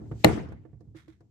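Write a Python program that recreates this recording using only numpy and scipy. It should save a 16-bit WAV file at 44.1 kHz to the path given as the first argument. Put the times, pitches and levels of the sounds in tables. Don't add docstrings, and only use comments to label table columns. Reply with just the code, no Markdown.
import sys
import numpy as np
from scipy import signal
from scipy.fft import rfft, irfft
from scipy.io import wavfile
from scipy.ndimage import uniform_filter1d

SR = 44100
rng = np.random.default_rng(int(sys.argv[2]) if len(sys.argv) > 2 else 0)


def ratio(d):
    e = np.asarray(d, float) / 20
    return 10 ** e


def transcribe(signal):
    frames = np.atleast_2d(signal).T
    limited = np.clip(frames, -1, 1)
    pcm = np.round(limited * 32767).astype(np.int16)
    wavfile.write(sys.argv[1], SR, pcm)


N = 57330
T = np.arange(N) / SR

# frequency in Hz, relative density in dB per Hz.
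RUMBLE_COLOUR = [(25, -27), (50, 2), (90, 14.5), (160, 6.5), (310, 1), (500, -17), (800, -29), (1700, -50),
                 (4000, -53), (15000, -58)]
# time in seconds, level in dB.
RUMBLE_LEVEL = [(0, -55), (.1, -42), (.22, -51.5), (.55, -50), (.65, -53), (.78, -59), (.85, -53),
                (.92, -54), (1.0, -62), (1.3, -63.5)]
RUMBLE_WIDTH = 0.33
# frequency in Hz, relative level in dB.
HISS_COLOUR = [(600, -4), (2500, 3.5), (5000, 3.5), (7800, 5), (8500, -8.5), (15000, -11.5)]
# time in seconds, level in dB.
HISS_LEVEL = [(0, -79), (.14, -75), (.2, -63), (.24, -60), (.3, -77), (.6, -91.5), (1.3, -89.5)]

# frequency in Hz, level in dB, t60 in seconds, left-right likeness from 0 to 1.
HALL = [(45.83, -41.5, 0.2, 0.5), (67.2, -21.5, 0.65, 0.09), (115, -27, 0.32, 0.3), (162, -28.5, 0.52, .4),
        (225, -31, 0.6, 1), (341.3, -22, 0.38, 0.1), (500, -27.5, 0.4, 0.2), (710, -36.5, 0.56, 0),
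        (925.7, -37.5, .48, 0.02), (2050, -40.5, 0.54, 0), (4070, -48.5, 0.47, 0), (7960, -49.5, 0.38, 0),
        (13700, -54.5, .28, 0.2)]
HALL_RISE_S, HALL_RISE_CYCLES = 0.0015, 2.5
HALL_PATCHY_DB, HALL_PATCH_S = 3, 0.02
EARLIER_S, EARLIER_DB = 0.091, -13.5
HOP_WET_DB = -0.5

# start in seconds, thud in dB, boom in dB, tick in dB, left minus right in dB.
HOPS = [(0.012, -38.5, -35, -83, -5.5), (0.113, -26.5, -24, -35, -1.5), (0.295, -24.5, -34, -53, 26),
        (0.373, -27, -32, -32, 10.5), (0.415, -33.5, -31.5, -53, 7.5), (.486, -35.5, -42.5, -56, -4),
        (0.519, -36.5, -36, -37, -4.5), (0.65, -41.5, -68, -58.5, -19.5), (.729, -45.5, -37.5, -61, -6.5),
        (.806, -43.5, -51, -65, -13), (0.872, -59, -40.5, -82, -6), (.946, -45.5, -45, -49.5, -3.5),
        (1.077, -45, -50.5, -53.5, 4), (1.205, -45, -49.5, -53, 3.5)]
# frequency in Hz, level in dB, t60 in seconds.
FLOOR_MODES = [(200, -4.5, 0.017), (322.7, -6, 0.091), (456, -5.5, 0.035), (518, -16, 0.076),
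               (706.7, -16, 0.058), (895, -28.5, 0.072), (1147, -21.5, 0.04), (1767, -29, 0.045),
               (1940, -33.5, 0.03)]
# frequency in Hz, level in dB, t60 in seconds.
BOOM_MODES = [(68, -5.5, 0.18), (112.5, -6, 0.4), (134, 3.5, 0.11)]
# frequency in Hz, relative level in dB.
TICK_COLOUR = [(300, 12.5), (800, 8), (1700, 0.5), (3000, -15), (5000, -24.5), (9000, -28.5), (15000, -38)]
THUD_SWELL_S, BOOM_SWELL_S, TICK_T60_S = 0.004, 0.01, 0.055
THUD_PUSH_MS = 0.15

# start in seconds, level in dB, push in milliseconds.
KNOCKS = [(.2451, -0.5, 0.023), (.2462, 7.5, 0.21), (.2474, -1, 0.063), (.2513, -10, 0.14)]
# frequency in Hz, left level in dB, right level in dB, longest t60 in seconds.
BOARD_MODES = [(126.5, -29.5, -35.5, 0.96), (158, -16, -23.5, 0.1), (241, -17.5, -14, 0.04),
               (314.3, -24.5, -18, .16), (386, -34, -26.5, .07), (514, -18, -15, 0.09),
               (640, -1, -18.5, 0.021), (800, -0.5, -16.5, 0.025), (1135, -8, -23, 0.024),
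               (1475, -23.5, -26, .025), (1848, -10.5, -9.5, 0.035), (2094, -11.5, -17, .025),
               (2814, -1.5, -16, 0.025), (3250, -29, -28.5, 0.012), (4180, -7, -15.5, .03),
               (5130, -29, -25.5, 0.01)]
MAX_CYCLES = 45
# frequency in Hz, relative level in dB.
CRACK_COLOUR = [(1400, -10), (2000, 9.5), (3300, -5), (4150, 4.5), (5000, -23.5), (6500, -5.5),
                (9500, -15.5), (13000, -11.5), (15000, -12.5), (15800, -42.5)]
CRACK_DB, CRACK_T60_S = (-6, -8.5), 0.015
CRACK_LOSS_DB = 16
# frequency in Hz, relative level in dB.
LEAD_NOISE_COLOUR = [(400, 3.5), (1200, -9), (2500, 1.5), (4200, -9), (6000, -33.5)]
LEAD_NOISE_S, LEAD_NOISE_DB = 0.2395, -26
KNOCK_LOW_HZ = 85

# start in seconds, level in dB.
CLICKS = [(.486, -61.5), (.805, -67), (.967, -57), (1.079, -71), (1.205, -70)]
# frequency in Hz, relative level in dB.
CLICK_COLOUR = [(1500, -1), (2500, -18), (4500, 1), (7000, -4.5), (10000, -14), (15000, -21)]
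CLICK_RISE_S, CLICK_T60_S = 0.002, 0.045

# start in seconds, level in dB.
RING_NOTES = [(0.947, -31.5), (1.081, -32)]
RING_HZ, RING_SWELL_S, RING_T60_S, RING_PAN_DB = 321, 0.014, 0.079, -10
# start in seconds, level in dB, rise in seconds, t60 in seconds.
RATTLES = [(0.95, -48.5, 0.027, 0.241), (1.079, -61.5, .002, 0.13), (1.108, -70, 0.0022, 0.081),
           (1.123, -73, 0.0021, 0.21)]
# frequency in Hz, relative level in dB.
RATTLE_COLOUR = [(700, -1), (1500, 9.5), (2100, 10), (2800, -2), (3600, 5), (4500, -5), (6000, -5),
                 (7500, -9), (14000, -19)]
RATTLE_PER_S, RATTLE_SPREAD_DB, RATTLE_PAN_DB = 6000, 2, -5

SOFT_CLIP = 0.95
LOW_CUT_HZ, TOP_HZ = 45, 15200


def stereo_noise():
    return rng.standard_normal((2, N))


def read(table, hz, col=1):
    a = np.array(table, float)
    return np.interp(np.log(hz), np.log(a[:, 0]), a[:, col])


def level_curve(table):
    return ratio(np.interp(T, *np.array(table).T))


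def colour(x, table):
    hz = np.maximum(np.fft.rfftfreq(N, 1 / SR), 1)
    y = irfft(rfft(x) * ratio(read(table, hz)), N)
    return y / np.sqrt(np.mean(y ** 2))


def swell(s, rise):
    return 1 - np.exp(-np.maximum(T - s, 0) / rise)


def fade(t, t60):
    return (t >= 0) * np.exp(-np.log(1000) * np.maximum(t, 0) / t60)


def ring(modes, s, gains=1):
    out = 0
    for gain, (hz, db, t60) in zip(gains * np.ones(len(modes)), modes):
        out = out + gain * ratio(db) * fade(T - s, t60) * np.sin(2 * np.pi * hz * (T - s))
    return out


def push(x, ms):
    a = np.exp(-1000 / (max(ms, 0.01) * SR))
    once = signal.lfilter([1 - a], [1, -a], x)
    return signal.lfilter([1 - a], [1, -a], once)


def pan(x, db):
    return x * ratio(np.array([[db], [-db]]) / 2)


def background():
    mid, side = stereo_noise()
    wide = np.array([mid + RUMBLE_WIDTH * side, mid - RUMBLE_WIDTH * side])
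    rumble = colour(wide, RUMBLE_COLOUR) * level_curve(RUMBLE_LEVEL)
    hiss = colour(stereo_noise(), HISS_COLOUR) * level_curve(HISS_LEVEL)
    return rumble + hiss


def patches():
    k = int(HALL_PATCH_S * SR)
    x = uniform_filter1d(uniform_filter1d(rng.standard_normal(N), k), k)
    return x / x.std()


def hall():
    f, out = np.fft.rfftfreq(N, 1 / SR), 0
    mid, side = rfft(stereo_noise())
    for hz in 32 * 2 ** np.arange(0, 9, 1 / 3):
        band = np.clip(1 - np.abs(3 * np.log2(np.maximum(f, 1) / hz)), 0, 1)
        band = band * np.sqrt(SR / hz)
        like = np.clip(read(HALL, hz, col=3), 0, 1)
        m = irfft(mid * band, N) * np.sqrt(1 + like)
        d = irfft(side * band, N) * np.sqrt(1 - like)
        envelope = fade(T, read(HALL, hz, col=2)) * swell(0, HALL_RISE_CYCLES / hz) ** 2
        envelope = envelope * ratio(HALL_PATCHY_DB * patches())
        out = out + ratio(read(HALL, hz)) * envelope * np.array([m + d, m - d])
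    return out * swell(0, HALL_RISE_S)


def hops():
    out, noise = 0, colour(stereo_noise(), TICK_COLOUR)
    for s, thud_db, boom_db, tick_db, pan_db in HOPS:
        signs = rng.choice([-1, 1], len(FLOOR_MODES))
        gains = signs * ratio(2 * rng.standard_normal((2, len(FLOOR_MODES))))
        thud = ratio(thud_db) * np.array([ring(FLOOR_MODES, s, g) for g in gains])
        tick = ratio(tick_db) * noise * fade(T - s, TICK_T60_S)
        boom = ratio(boom_db) * ring(BOOM_MODES, s) * swell(s, BOOM_SWELL_S)
        out = out + pan((thud + tick) * swell(s, THUD_SWELL_S) + boom, pan_db)
    return out


def knock():
    lead_noise = colour(stereo_noise(), LEAD_NOISE_COLOUR) * swell(LEAD_NOISE_S, 0.0012)
    out = ratio(LEAD_NOISE_DB) * lead_noise * (T < KNOCKS[0][0])
    crack, i = colour(stereo_noise(), CRACK_COLOUR), np.arange(len(BOARD_MODES))
    middle = (i > 4) * (i < 9)
    for k, (s, db, ms) in enumerate(KNOCKS):
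        for c in range(2):
            modes = [(m[0], m[1 + c], min(m[3], MAX_CYCLES / m[0])) for m in BOARD_MODES]
            sign = (-1.0) ** (k * i + c * i * middle)
            wood = push(ring(modes, s, sign), ms)
            snap = ratio(CRACK_DB[c] - CRACK_LOSS_DB * k) * crack[c] * fade(T - s, CRACK_T60_S)
            out[c] += ratio(db) * (wood + snap)
    return signal.sosfilt(signal.butter(4, KNOCK_LOW_HZ, "high", fs=SR, output="sos"), out)


def shell():
    envelope = sum(ratio(db) * swell(s, CLICK_RISE_S) * fade(T - s, CLICK_T60_S) for s, db in CLICKS)
    return colour(stereo_noise(), CLICK_COLOUR) * envelope


def plastic_ring():
    hollow = [(RING_HZ, 0, RING_T60_S)]
    note = sum(ratio(db) * swell(s, RING_SWELL_S) * ring(hollow, s) for s, db in RING_NOTES)
    clicks = (rng.random((2, N)) < RATTLE_PER_S / SR) * stereo_noise()
    clicks = clicks * ratio(RATTLE_SPREAD_DB * rng.exponential(size=(2, N)))
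    envelope = sum(ratio(db) * swell(s, rise) * fade(T - s, t60) for s, db, rise, t60 in RATTLES)
    rattle = envelope * colour(clicks, RATTLE_COLOUR)
    return pan(note, RING_PAN_DB) + pan(rattle, RATTLE_PAN_DB)


def scene():
    blow, soft = np.zeros((2, N))
    blow[int(KNOCKS[0][0] * SR)] = 1
    for s, thud_db, *_ in HOPS:
        soft[int(s * SR)] = ratio(thud_db + HOP_WET_DB)
    send, answer = blow + push(soft, THUD_PUSH_MS), hall()
    echo = signal.fftconvolve(send[None], answer, axes=1)[:, :N]
    ago = int(EARLIER_S * SR)
    tail = push(answer, THUD_PUSH_MS)[:, ago:]
    earlier = ratio(EARLIER_DB) * np.pad(tail, ((0, 0), (0, ago)))
    return background() + earlier + echo + hops() + knock() + shell() + plastic_ring()


def roll_off(x):
    return signal.sosfilt(signal.butter(12, 15640, fs=SR, output="sos"), x)


def record(dry):
    rounded = SOFT_CLIP * np.tanh(dry / SOFT_CLIP)
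    mix = signal.sosfilt(signal.butter(3, LOW_CUT_HZ, "high", fs=SR, output="sos"), rounded)
    mix = signal.sosfilt(signal.ellip(8, 0.2, 60, TOP_HZ, fs=SR, output="sos"), mix)
    return roll_off(mix)


dry = scene()
out = record(dry)
transcribe(out)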